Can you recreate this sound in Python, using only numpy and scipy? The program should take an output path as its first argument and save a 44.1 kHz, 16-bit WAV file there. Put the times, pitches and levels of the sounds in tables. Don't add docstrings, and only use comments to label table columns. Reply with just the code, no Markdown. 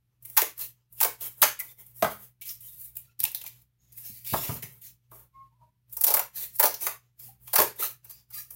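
import sys
import numpy as np
from scipy import signal
from scipy.fft import rfft, irfft, next_fast_len
from scipy.io import wavfile
from scipy.ndimage import uniform_filter1d, map_coordinates

SR = 44100
rng = np.random.default_rng(int(sys.argv[2]) if len(sys.argv) > 2 else 0)


def generate_wav(signal):
    frames = np.transpose(np.atleast_2d(signal))
    scaled = np.clip(frames, -1, 1) * 32767
    pcm = np.round(scaled).astype(np.int16)
    wavfile.write(sys.argv[1], SR, pcm)


N = 377055

# pitch_hz, level_db (rms, before a slow wobble)
HUM_LINES = [(59, -73), (108, -81.5), (120.5, -64.5), (150, -85.5), (185, -83), (314, -96.5)]
# (relative, per Hz)
ROOM_NOISE = [(20, -14), (55, -1.5), (130, 1.5), (250, -12.5), (600, -23), (3000, -24), (8000, -31),
              (14000, -23), (16000, -29.5)]
# start_s (hold begins), held_s, hiss_db, mid_db (re hiss),
# board_db (re hiss), edge_hz
STROKES = [(0.099, .05, -83, -2, 2, 2560), (.25, 0.24, -46.5, -22, -29, 2780),
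           (0.598, 0.051, -30.5, -16, -32, 4360), (.77, 0.056, -74, 1, -4, 2997),
           (0.931, 0.066, -49, -39.5, -38, 2710), (0.996, 0.012, -40, -13.5, -28, 2758),
           (1.226, 0.044, -28.5, -18, -25, 3506), (1.382, 0.087, -44.5, -24, -22.5, 3350),
           (1.62, 0.1, -44.5, -17, -23, 2200), (1.79, 0.033, -46, -20, -25.5, 2100),
           (1.862, 0.051, -54, -22, -29, 2367), (1.968, 0.099, -38.5, -26, -34, 2900),
           (2.116, 0.0031, -31, -18.5, -16, 1822), (2.201, 0.054, -45, -20, -23.5, 3033),
           (2.47, 0.046, -32.5, -19, -55, 5308), (2.63, 0.064, -39.5, -23.5, -41, 3686),
           (2.73, 0.043, -47, -24, -38.5, 3970), (2.799, 0.077, -39, -26.5, -45.5, 4100),
           (2.968, 0.0076, -50, -30, -62.5, 4600), (3.03, 0.086, -67, -5.5, -19.5, 3520),
           (3.27, 0.011, -52.5, 5, -5.5, 4480), (3.39, 0.031, -57, -15, -14, 3507),
           (3.466, .005, -41, -8.5, -31, 2880), (3.529, 0.097, -59.5, -14, -22, 3540),
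           (3.82, 0.19, -65.5, -10, -25, 5360), (3.972, 0.037, -41, -22.5, -39, 4710),
           (4.052, 0.041, -35.5, -17, -51, 5340), (4.122, 0.085, -44, -16, -44, 4885),
           (4.274, 0.16, -28, -13.5, -45, 3640), (4.439, 0.13, -35, -13, -16, 3455),
           (4.65, .12, -50.5, -25, -21, 2426), (4.841, 0.032, -38.5, -15.5, -45, 4390),
           (5.03, 0.028, -75, -2.5, -10.5, 2970), (5.13, 0.068, -47, -22.5, -18, 2980),
           (5.21, 0.062, -67.5, -22.5, -9, 3320), (5.88, 0.026, -76.5, -31, -22, 4500),
           (5.929, .01, -41, -31.5, -35, 5105), (6.368, 0.072, -28.5, -16, -32, 3950),
           (6.554, 0.0078, -34.5, -27, -41, 4590), (6.819, 0.06, -26, -19, -24.5, 2502),
           (7.03, .06, -71.5, -2.5, -3.5, 2600), (7.202, 0.087, -43, -19.5, -31, 5220),
           (7.331, 0.037, -77, -19, -8, 4020), (7.42, 0.026, -53, -37, -29, 2974),
           (7.472, 0.081, -44.5, -17, -29, 3074), (7.808, 0.055, -24, -16, -22.5, 3854),
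           (8.05, 0.022, -60.5, -8, -11, 5235), (8.108, 0.0067, -38.5, -16.5, -33, 5720),
           (8.16, 0.052, -59, -8, -21.5, 5150), (8.34, 0.068, -33.5, -17, -39, 4915),
           (8.51, 0.044, -45.5, -35, -27, 5714)]
# start_s, level_db (burst energy re a 1 ms click), mid_db (re hiss),
# board_db (re hiss), edge_hz, board_hz (favoured modes), decay_t60_s
CRACKS = [(0.2243, -36.5, -39, -34, 3350, 342, 0.026), (0.2513, -23.5, -26, -38.5, 2450, 985, 0.028),
          (0.2989, -29.5, -24, -49.5, 1950, 1320, 0.022), (0.367, -4.5, -12, -14.5, 1670, 1510, 0.05),
          (0.374, -1, -13.5, -13, 1610, 920, 0.03), (0.417, -7, -13, -14.5, 1920, 465, 0.015),
          (0.578, -26, -24, -25, 1610, 1490, 0.026), (0.5905, -21.5, -23, -25.5, 5350, 1020, 0.026),
          (0.9244, -34.5, -35.5, -33.5, 5680, 511, 0.029), (1.0032, -13.5, -12.5, -21, 1650, 1250, 0.015),
          (1.0096, -5, -16.5, -13.5, 1680, 950, 0.038), (1.0291, -3.5, -16.5, -17, 4430, 1250, 0.024),
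          (1.0454, -6, -16, -11.5, 2090, 670, 0.025), (1.2088, -23, -18.5, -25, 3450, 550, 0.024),
          (1.4175, -1.5, -16, -20.5, 3300, 942, 0.021), (1.427, 0.5, -13, -10.5, 1650, 1520, 0.011),
          (1.431, -2.5, -8.5, -12.5, 1940, 560, 0.036), (1.5907, -25, -21, -35.5, 2110, 1140, 0.016),
          (1.5974, -14.5, -17.5, -26, 2090, 1100, 0.034), (1.8636, -34.5, -38, -41.5, 2930, 1207, 0.024),
          (2.0236, -16, -13.5, 0.5, 1800, 608, 0.029), (2.0444, -20.5, -26, 4.5, 1680, 1080, 0.011),
          (2.4127, -25, -13.5, -46.5, 3080, 680, 0.072), (2.4537, -28, -16, -40.5, 3600, 1300, 0.026),
          (2.4885, -26, -7.5, -44.5, 5370, 1208, 0.026), (2.6066, -31.5, -27, -40, 3050, 510, 0.026),
          (2.9532, -31, -26, -48.5, 3640, 306, 0.018), (2.9676, -20, -27.5, -64, 2730, 301, 0.011),
          (3.1917, -23, -18.5, -43, 4770, 1150, 0.026), (3.2015, -15, -15.5, -55, 4370, 353, 0.022),
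          (3.2327, -19.5, -12, -28, 2800, 904, 0.022), (3.239, -11.5, -15, -35, 2320, 851, 0.013),
          (3.2508, -16.5, -7, -35, 2950, 859, 0.015), (3.3184, -33.5, -25, -25, 2040, 953, 0.018),
          (3.3466, -17, -12, -36, 4010, 487, 0.018), (3.356, -33, -26, -23, 4670, 856, 0.019),
          (3.4125, -26.5, -11, -28.5, 3040, 697, 0.028), (3.4386, -29, -23, -22.5, 2195, 1150, 0.01),
          (3.463, -24, -13.5, -37, 2300, 1330, 0.019), (3.476, -33, -32, -34, 2660, 1130, 0.026),
          (3.6166, -44.5, -28, -38, 2530, 630, 0.026), (3.9215, -35.5, -19.5, -32.5, 5530, 413, 0.038),
          (3.9763, -30.5, -20, -39, 1970, 1080, 0.026), (4.2452, -27, -17, -47, 2570, 298, 0.038),
          (4.2726, -26, -26, -37, 5170, 1080, 0.029), (4.3343, -15.5, -31, 2.5, 1670, 815, 0.034),
          (4.5395, -21, -27, -18.5, 5460, 435, 0.038), (4.624, -20, -11.5, -21.5, 2140, 460, 0.045),
          (4.815, -32, -23, -36.5, 3180, 318, 0.038), (5.1137, -36.5, -24.5, -15, 2470, 1040, 0.029),
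          (5.895, -44, -19.5, -28.5, 5730, 493, 0.026), (5.928, -24, -30.5, -41, 3670, 1020, 0.036),
          (5.9678, -14.5, -21.5, -25.5, 5660, 1070, 0.02), (6.0103, -7, -25, -31.5, 4870, 861, 0.026),
          (6.038, -10, -15, -46, 5520, 802, 0.049), (6.0402, -1.5, -24.5, -27, 3420, 695, 0.023),
          (6.066, -6, -16, -20, 5360, 716, 0.047), (6.0788, -8, -15.5, -14.5, 4140, 692, 0.035),
          (6.103, -7.5, -15.5, -12.5, 5260, 694, 0.034), (6.1389, -3.5, -17, -15, 4870, 780, 0.025),
          (6.169, -10, -20, -8.5, 2300, 756, 0.022), (6.194, -13, -11.5, -9.5, 1670, 790, 0.016),
          (6.3577, -22.5, -22.5, -38, 5010, 856, 0.03), (6.5573, -24, -28, -51, 5030, 431, 0.023),
          (6.586, -24, -16, -25.5, 4790, 533, 0.024), (6.5964, -10, -19, -25.5, 2170, 730, 0.026),
          (6.5952, -2, -19.5, -13, 1640, 875, 0.045), (6.6277, -10.5, -12.5, -5, 4820, 870, 0.015),
          (6.6345, -3, -19, -6.5, 4770, 600, 0.034), (6.6544, -5.5, -13, -11.5, 4900, 574, 0.03),
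          (6.741, -19.5, -9, -27, 4800, 589, 0.023), (6.8066, -23.5, -17, -27.5, 5120, 1340, 0.026),
          (6.8666, -13, -12, -8, 1760, 1260, 0.018), (7.1927, -32.5, -20, -34, 5500, 1350, 0.041),
          (7.4749, -28.5, -14, -16.5, 2660, 1060, 0.031), (7.5318, -7, -18.5, -11.5, 4450, 696, 0.046),
          (7.5578, -3, -14.5, -11.5, 4700, 1340, 0.022), (7.5813, -3, -14, -7.5, 4660, 870, 0.039),
          (7.5885, -7, -29, -11, 1600, 721, 0.026), (7.5991, -7, -13.5, -14, 1570, 410, 0.012),
          (7.6153, -6.5, -17.5, -10, 1900, 393, 0.029), (7.759, -33.5, -19, -18, 2270, 786, 0.03),
          (7.794, -23, -22, -11, 1850, 427, 0.031), (7.8242, -14.5, -16.5, -17, 2400, 1300, 0.044),
          (8.0444, -32, -30, -26, 2490, 1370, 0.032), (8.096, -28, -23, -23.5, 4830, 1040, 0.037),
          (8.303, -34, -21, -20.5, 5100, 1340, 0.037), (8.5054, -26, -20.5, -27, 5540, 1320, 0.021)]
# centre_s, peak_db
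FIBRE_TICKS = [(0.3755, -6), (1.0038, -17.5), (1.0112, -13.5), (1.0477, -11), (1.5926, -27), (1.5955, -26),
               (1.6002, -26.5), (2.4219, -30), (2.9702, -18), (3.1942, -31), (3.2033, -13), (3.2348, -18),
               (3.2402, -3), (3.2527, -24), (3.3177, -24), (3.3493, -22), (3.3574, -24), (3.4414, -27),
               (3.4646, -28), (3.4707, -31), (3.478, -26), (4.4961, -27), (4.6394, -29), (5.9275, -25),
               (6.0112, -16), (6.0388, -7.5), (6.0433, -7), (6.0485, -11), (6.0681, -10), (6.1412, -6),
               (6.1687, -11), (6.1953, -10.5), (6.1983, -17.5), (6.5625, -28), (6.5901, -21),
               (6.6002, -1.5), (6.6315, -9), (6.6388, -8), (6.6572, -6), (6.6711, -11), (6.7432, -25),
               (6.8685, -8), (7.5354, -15), (7.5569, -5), (7.5602, -6), (7.6039, -9), (7.6207, -9),
               (7.6819, -27), (7.8256, -19)]
# start_s, slap_db (energy re a 1 ms click), thump_db (re slap),
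# slap_hz, thump_hz (favoured modes), rattle_t60_s
KNOCKS = [(1.425, -21, -15, 1250, 264.5, 0.022), (2.024, -8, -16, 657, 246, 0.028),
          (2.03, -45.5, 13.5, 601, 70, .1), (2.044, -20.5, -7, 1126, 199.6, 0.16),
          (3.203, -64.5, 21, 339, 150.2, 0.091), (3.234, -46, 5.5, 856, 128, 0.2),
          (3.444, -45.5, -15.5, 1150, 124, 0.066), (4.099, -72, 31.5, 301, 197, 0.086),
          (4.324, -31.5, 7.5, 444, 129, 0.18), (4.337, -17.5, -2, 755, 85.5, 0.17),
          (4.492, -26, 6.5, 700, 208, 0.078), (4.517, -46, 20.5, 334, 125.9, 0.052),
          (4.566, -71, 24, 902, 116, 0.081), (4.638, -57, 23, 432, 110, 0.05),
          (5.116, -41, -23, 1070, 127.4, 0.13), (5.616, -59, -29.5, 947, 120, 0.13),
          (5.97, -46.5, -30.5, 1070, 202.3, 0.06), (6.142, -32.5, -4, 780, 216, 0.056),
          (6.866, -29.5, -44.5, 1290, 128, 0.19), (7.26, -70, 16, 404, 200, .06),
          (7.586, -15, -13.5, 996, 299.4, 0.04), (7.603, -11.5, -17, 390, 270, 0.033)]
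# start_s, pitch_hz, level_db (rms before the swell), length_s
CATCHES = [(1.591, 2054, -38, 0.022), (1.685, 3550, -61.5, 0.035), (1.774, 2080, -63, 0.056),
           (2.412, 2290, -58, 0.029), (2.49, 5450, -43, 0.024), (2.493, 1230, -64, 0.028),
           (2.623, 3060, -65, .053), (2.676, 3680, -65, 0.066), (2.797, 2280, -75, 0.11),
           (2.963, 2700, -74, 0.022), (3.072, 1390, -74.5, .06), (3.087, 2600, -70.5, .037),
           (3.229, 881, -45, 0.032), (3.781, 6640, -70.5, 0.16), (7.278, 780, -60.5, 0.035),
           (7.821, 1282, -34.5, 0.024), (8.086, 4810, -63.5, .11), (8.33, 4830, -55.5, .069),
           (8.341, 1236, -61, .088), (8.373, 1740, -56, .034)]
# time_s, pitch_hz, level_db, octave_db
PIVOT_GLIDE = [(5.31, 1049, -99, -118), (5.346, 1072, -61.5, -80), (5.36, 1067, -52, -73),
               (5.378, 1082, -51, -84), (5.416, 1078, -49, -73), (5.488, 1075, -73, -103),
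               (5.544, 1076, -77.5, -102), (5.58, 1049, -85, -110)]
# time_s, pitch_hz, level_db (before wobble), lower_mode_db
CREAK_GLIDE = [(5.5, 920, -90, -100), (5.525, 910, -64.5, -89.5), (5.56, 990, -76, -90),
               (5.6, 969, -69, -82.5), (5.618, 950, -55.5, -74), (5.685, 953, -64.5, -76),
               (5.72, 964, -85, -100), (5.76, 980, -77.5, -105), (5.79, 950, -95, -110)]

# centre_hz, width_hz, level_db
HELD_SHEET = [(306, 20, 1), (410, 53, 2.5), (567, 86, 0.5), (721, 37, -0.5), (883, 96, 1), (1076, 130, 1.5),
              (1270, 560, -4), (1810, 90, -8.5)]
# centre_hz, width_hz, level_db
LYING_SHEET = [(320, 56, -11), (445, 29, 1.5), (554, 51, -14), (643, 37, 5), (873, 120, -9.5),
               (1047, 130, 3), (1255, 210, -4.5)]
# centre_hz, width_hz, level_db
TABLE_TOP = [(66.5, 110, -12.5), (121, 50, 3), (139, 110, -3), (201, 29, -5), (255, 37, -2)]
# (relative, per Hz)
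MID_COLOUR = [(1500, -16), (1900, -3), (2500, -3), (3000, -4.5), (4500, -4), (6000, 0.5), (7500, -0.5),
              (9000, -34.5)]
# (relative, per Hz)
HISS_COLOUR = [(5000, -36.5), (7000, -19.5), (8500, -12.5), (11000, -7), (13000, -1), (14500, -4),
               (16000, 0.5)]
# frequency_hz, t60_s
ROOM_DECAY = [(150, 0.37), (600, 0.19), (2000, 0.32), (8000, 0.27), (15000, 0.22)]

GRIP_DB_PER_S, LET_GO_DB_PER_S = 707.5, 346
ARCH_DB = 2
FIRST_FIBRE_DB = -11.5
TICK_S = 0.0006
CATCH_WIDTH = 0.07
HIT_SEND_DB, RUB_SEND_DB, TICK_SEND_DB = -3, -6.5, -9
GATE_FLOOR_DB, GATE_BELOW_DB = -70, 31
GATE_MEMORY_S, GATE_SOFT_DB, GATE_DEPTH_DB = 0.12, 3, 10
TOP_HZ = 15850


def amp(db):
    return 10 ** (np.asarray(db) / 20)


def unit(x):
    return x / np.sqrt(np.mean(x ** 2) + 1e-20)


def peak(x):
    return x / np.max(np.abs(x))


def energy(x):
    return x / np.linalg.norm(x) * np.sqrt(SR / 1000)


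def along(points, hz):
    point_hz, values = np.transpose(points)
    return np.interp(np.log(hz + 1), np.log(point_hz + 1), values)


def curves(rows, silent=-140):
    s, *columns = np.transpose(rows)
    time = np.arange(N) / SR
    return [np.interp(time, s, column, left=silent, right=silent) for column in columns]


def wobble(rate):
    knots = rng.standard_normal(int(N * rate / SR) + 4)
    return map_coordinates(knots, [np.arange(N) * rate / SR])


def filtered(x, response):
    size = next_fast_len(x.shape[-1] + 4096)
    spectrum = rfft(x, size) * response(np.fft.rfftfreq(size, 1 / SR))
    return irfft(spectrum, size)[..., :x.shape[-1]]


def colour(points):
    return lambda hz: amp(along(points, hz))


def ring(hz, centre_hz, lift_db, octaves):
    return amp(lift_db * np.exp(-(np.log2((hz + 1) / centre_hz) / octaves) ** 2))


def modes(table, scatter_db=0, centre_hz=700, slope_db=0):
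    near_db = [-slope_db * abs(np.log2(c / centre_hz)) for c, _, _ in table]
    gains = amp(scatter_db * rng.standard_normal(len(table)) + near_db)

    def response(f):
        total = 0
        for k, (gain, (c, width, db)) in enumerate(zip(gains, table)):
            resonance = 1j * f * width / (c * c - f * f + 1j * f * width)
            total = total + (-1) ** k * gain * amp(db) * resonance
        return total
    return response


def turning_phase(hz, jitter, rate):
    return 2 * np.pi * np.cumsum(np.abs(hz) * (1 + jitter * wobble(rate))) / SR


def hum():
    t = np.arange(N) / SR
    lines = np.zeros(N)
    for hz, db in HUM_LINES:
        level = np.sqrt(2) * amp(db + 3.1 * wobble(11))
        lines += level * np.sin(2 * np.pi * hz * t + 0.43 * wobble(33))
    air = unit(filtered(rng.standard_normal(N), colour(ROOM_NOISE)))
    return lines + amp(-71) * air


def rubbing():
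    time, gains = np.arange(N) / SR, np.zeros((3, N))
    for s, held, db, mid_db, board_db, _ in STROKES:
        loss_db = np.maximum(GRIP_DB_PER_S * (s - time), LET_GO_DB_PER_S * (time - s - held)).clip(0)
        loss_db += ARCH_DB * np.clip(2 * (time - s) / max(held, 0.002) - 1, -1, 1) ** 2
        gains += amp([[db], [db + mid_db], [db + board_db]]) * amp(-loss_db)
    hiss_gain, mid_gain, board_gain = gains
    edge_hz = curves(np.array(STROKES)[:, [0, -1]], silent=3000)[0]
    grip = unit(amp(1.7 * wobble(60) + 0.27 * wobble(760)))

    def layer(response):
        return unit(filtered(rng.standard_normal(N), response))

    hz, t, z = signal.stft(layer(colour(MID_COLOUR)), SR, nperseg=512)
    lift = ring(hz[:, None], np.interp(t, time, edge_hz), lift_db=5, octaves=0.2)
    patches = uniform_filter1d(uniform_filter1d(rng.standard_normal(z.shape), 4, 0), 12, 1)
    patchy = z * lift * amp(3.8 * unit(patches))
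    mids = unit(signal.istft(patchy, SR, nperseg=512)[1][:N])
    hiss = layer(colour(HISS_COLOUR))
    board = layer(modes(HELD_SHEET))
    return grip * (hiss_gain * hiss + mid_gain * mids + board_gain * board)


def cracks():
    out, t = np.zeros(N + SR), np.arange(SR // 8) / SR
    for s, db, mid_db, board_db, edge_hz, board_hz, t60 in CRACKS:
        fade = peak(amp(-60 * t / max(t60, 0.003)) * (1 - np.exp(-t / 0.014)))
        fibres = fade * amp(2.6 * map_coordinates(rng.standard_normal(400), [t * 1100]))
        noise = rng.standard_normal((3, len(t)))
        hiss = filtered(noise[0], colour(HISS_COLOUR))
        mid = filtered(noise[1], lambda hz: colour(MID_COLOUR)(hz) * ring(hz, edge_hz, lift_db=9.5, octaves=0.41))
        sheet = modes(HELD_SHEET, scatter_db=-0.5, centre_hz=board_hz, slope_db=12.5)
        shaking = noise[2] * fibres ** 0.53
        board = energy(filtered(shaking, lambda hz: sheet(hz) * (1j * hz / (280 + 1j * hz)) ** 2))
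        burst = energy(hiss * fibres) + amp(mid_db) * energy(mid * fibres) + amp(board_db) * board
        first_fibre = rng.standard_normal(len(t)) * amp(-60 * t / 0.0073)
        tick = amp(FIRST_FIBRE_DB) * energy(filtered(first_fibre, colour(HISS_COLOUR)))
        out[round(s * SR):][:len(t)] += amp(db) * (burst + tick)
    return filtered(out[:N], lambda hz: (1j * hz / (150 + 1j * hz)) ** 3)


def fibre_ticks():
    out, t = np.zeros(N), np.arange(-128, 128) / SR
    for s, db in FIBRE_TICKS:
        noise = rng.standard_normal(len(t))
        treble = filtered(noise, lambda hz: colour(HISS_COLOUR)(hz) * (hz < TOP_HZ))
        pinch = treble * np.exp(-(t / TICK_S) ** 2)
        out[round((s + t[0]) * SR):][:len(t)] += amp(db) * peak(pinch)
    return out


def knocks():
    out, t = np.zeros(N + SR), np.arange(SR // 3) / SR
    for s, db, low_db, slap_hz, thump_hz, t60 in KNOCKS:
        rattle = rng.standard_normal(len(t)) * amp(-60 * t / max(t60, 0.01))
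        slap = energy(filtered(rattle, modes(LYING_SHEET, scatter_db=6.5, centre_hz=slap_hz, slope_db=6.5)))
        push = t / 0.0008 * np.exp(-t / 0.0007)
        top = modes(TABLE_TOP, scatter_db=7.0, centre_hz=thump_hz, slope_db=12.5)
        thump = energy(filtered(push, lambda hz: top(hz) * 1j * hz / (90 + 1j * hz)))
        out[round(s * SR):][:len(t)] += amp(db) * (slap + amp(low_db) * thump)
    return out[:N]


def catches():
    out = np.zeros(N + SR)
    for s, hz, db, length in CATCHES:
        u = np.arange(SR // 4) / SR / length
        mode = modes([(hz, CATCH_WIDTH * hz, 0)])
        band = unit(filtered(rng.standard_normal(len(u)), lambda f: mode(f) ** 2))
        swell = np.minimum(6 * u, 1) * np.exp(-u ** 2)
        out[round(s * SR):][:len(u)] += amp(db) * band * swell
    return out[:N]


def pivot_squeak():
    hz, db, octave_db = curves(PIVOT_GLIDE)
    phase = turning_phase(hz, jitter=0.0031, rate=80)
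    return np.sqrt(2) * (amp(db) * np.sin(phase) + amp(octave_db) * np.sin(2 * phase))


def card_creak():
    hz, db, lower_db = curves(CREAK_GLIDE)
    tone = amp(db + 3.6 * wobble(48)) * np.sin(turning_phase(hz, jitter=0.026, rate=200))
    lower_mode = modes([(630, 67, 0)])
    lower = unit(filtered(rng.standard_normal(N), lambda f: lower_mode(f) ** 2))
    return np.sqrt(2) * tone + amp(lower_db) * lower


def room(x, size=8192):
    out, fade = np.zeros(N + SR), np.hanning(2 * size + 1)[:-1]
    padded = np.pad(x, (size, 2 * size))
    for at in range(0, N + size, size):
        hz, t, z = signal.stft(rng.standard_normal(SR // 3), SR, nperseg=256)
        decay = amp(-60 * t / along(ROOM_DECAY, hz)[:, None])
        tail = signal.istft(z * decay, SR, nperseg=256)[1]
        wet = signal.fftconvolve(padded[at:at + 2 * size] * fade, tail / np.linalg.norm(tail))
        out[at:at + len(wet)] += wet[:len(out) - at]
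    return np.pad(out[size:], (130, 0))[:N]


def scene():
    hits = cracks() + knocks()
    rubs = rubbing() + catches() + pivot_squeak() + card_creak()
    ticks = fibre_ticks()
    send = amp(HIT_SEND_DB) * hits + amp(RUB_SEND_DB) * rubs + amp(TICK_SEND_DB) * ticks
    sound = hits + rubs + ticks + room(send) + hum()
    return np.array([sound, sound])


def record(dry):
    above_hum = filtered(dry[0], lambda hz: hz > 400)
    power = np.abs(uniform_filter1d(above_hum ** 2, size=1024)) + 1e-12
    keep = np.exp(-1 / (GATE_MEMORY_S * SR))
    recent = signal.lfilter([1 - keep], [1, -keep], power)
    threshold = amp(2 * GATE_FLOOR_DB) + amp(-2 * GATE_BELOW_DB) * recent
    open_db = 10 * np.log10(power / threshold)
    shut = 1 / (1 + np.exp(open_db / GATE_SOFT_DB) / 2.5)
    gated = dry[0] * amp(-GATE_DEPTH_DB * uniform_filter1d(shut, size=1024))
    rounded = gated / (1 + np.abs(gated / 0.85) ** 10) ** (1 / 10)
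    out = filtered(rounded, lambda hz: 1 / (1 + (hz / TOP_HZ) ** 300))
    return np.array([out, out])


dry = scene()
out = record(dry)
generate_wav(out)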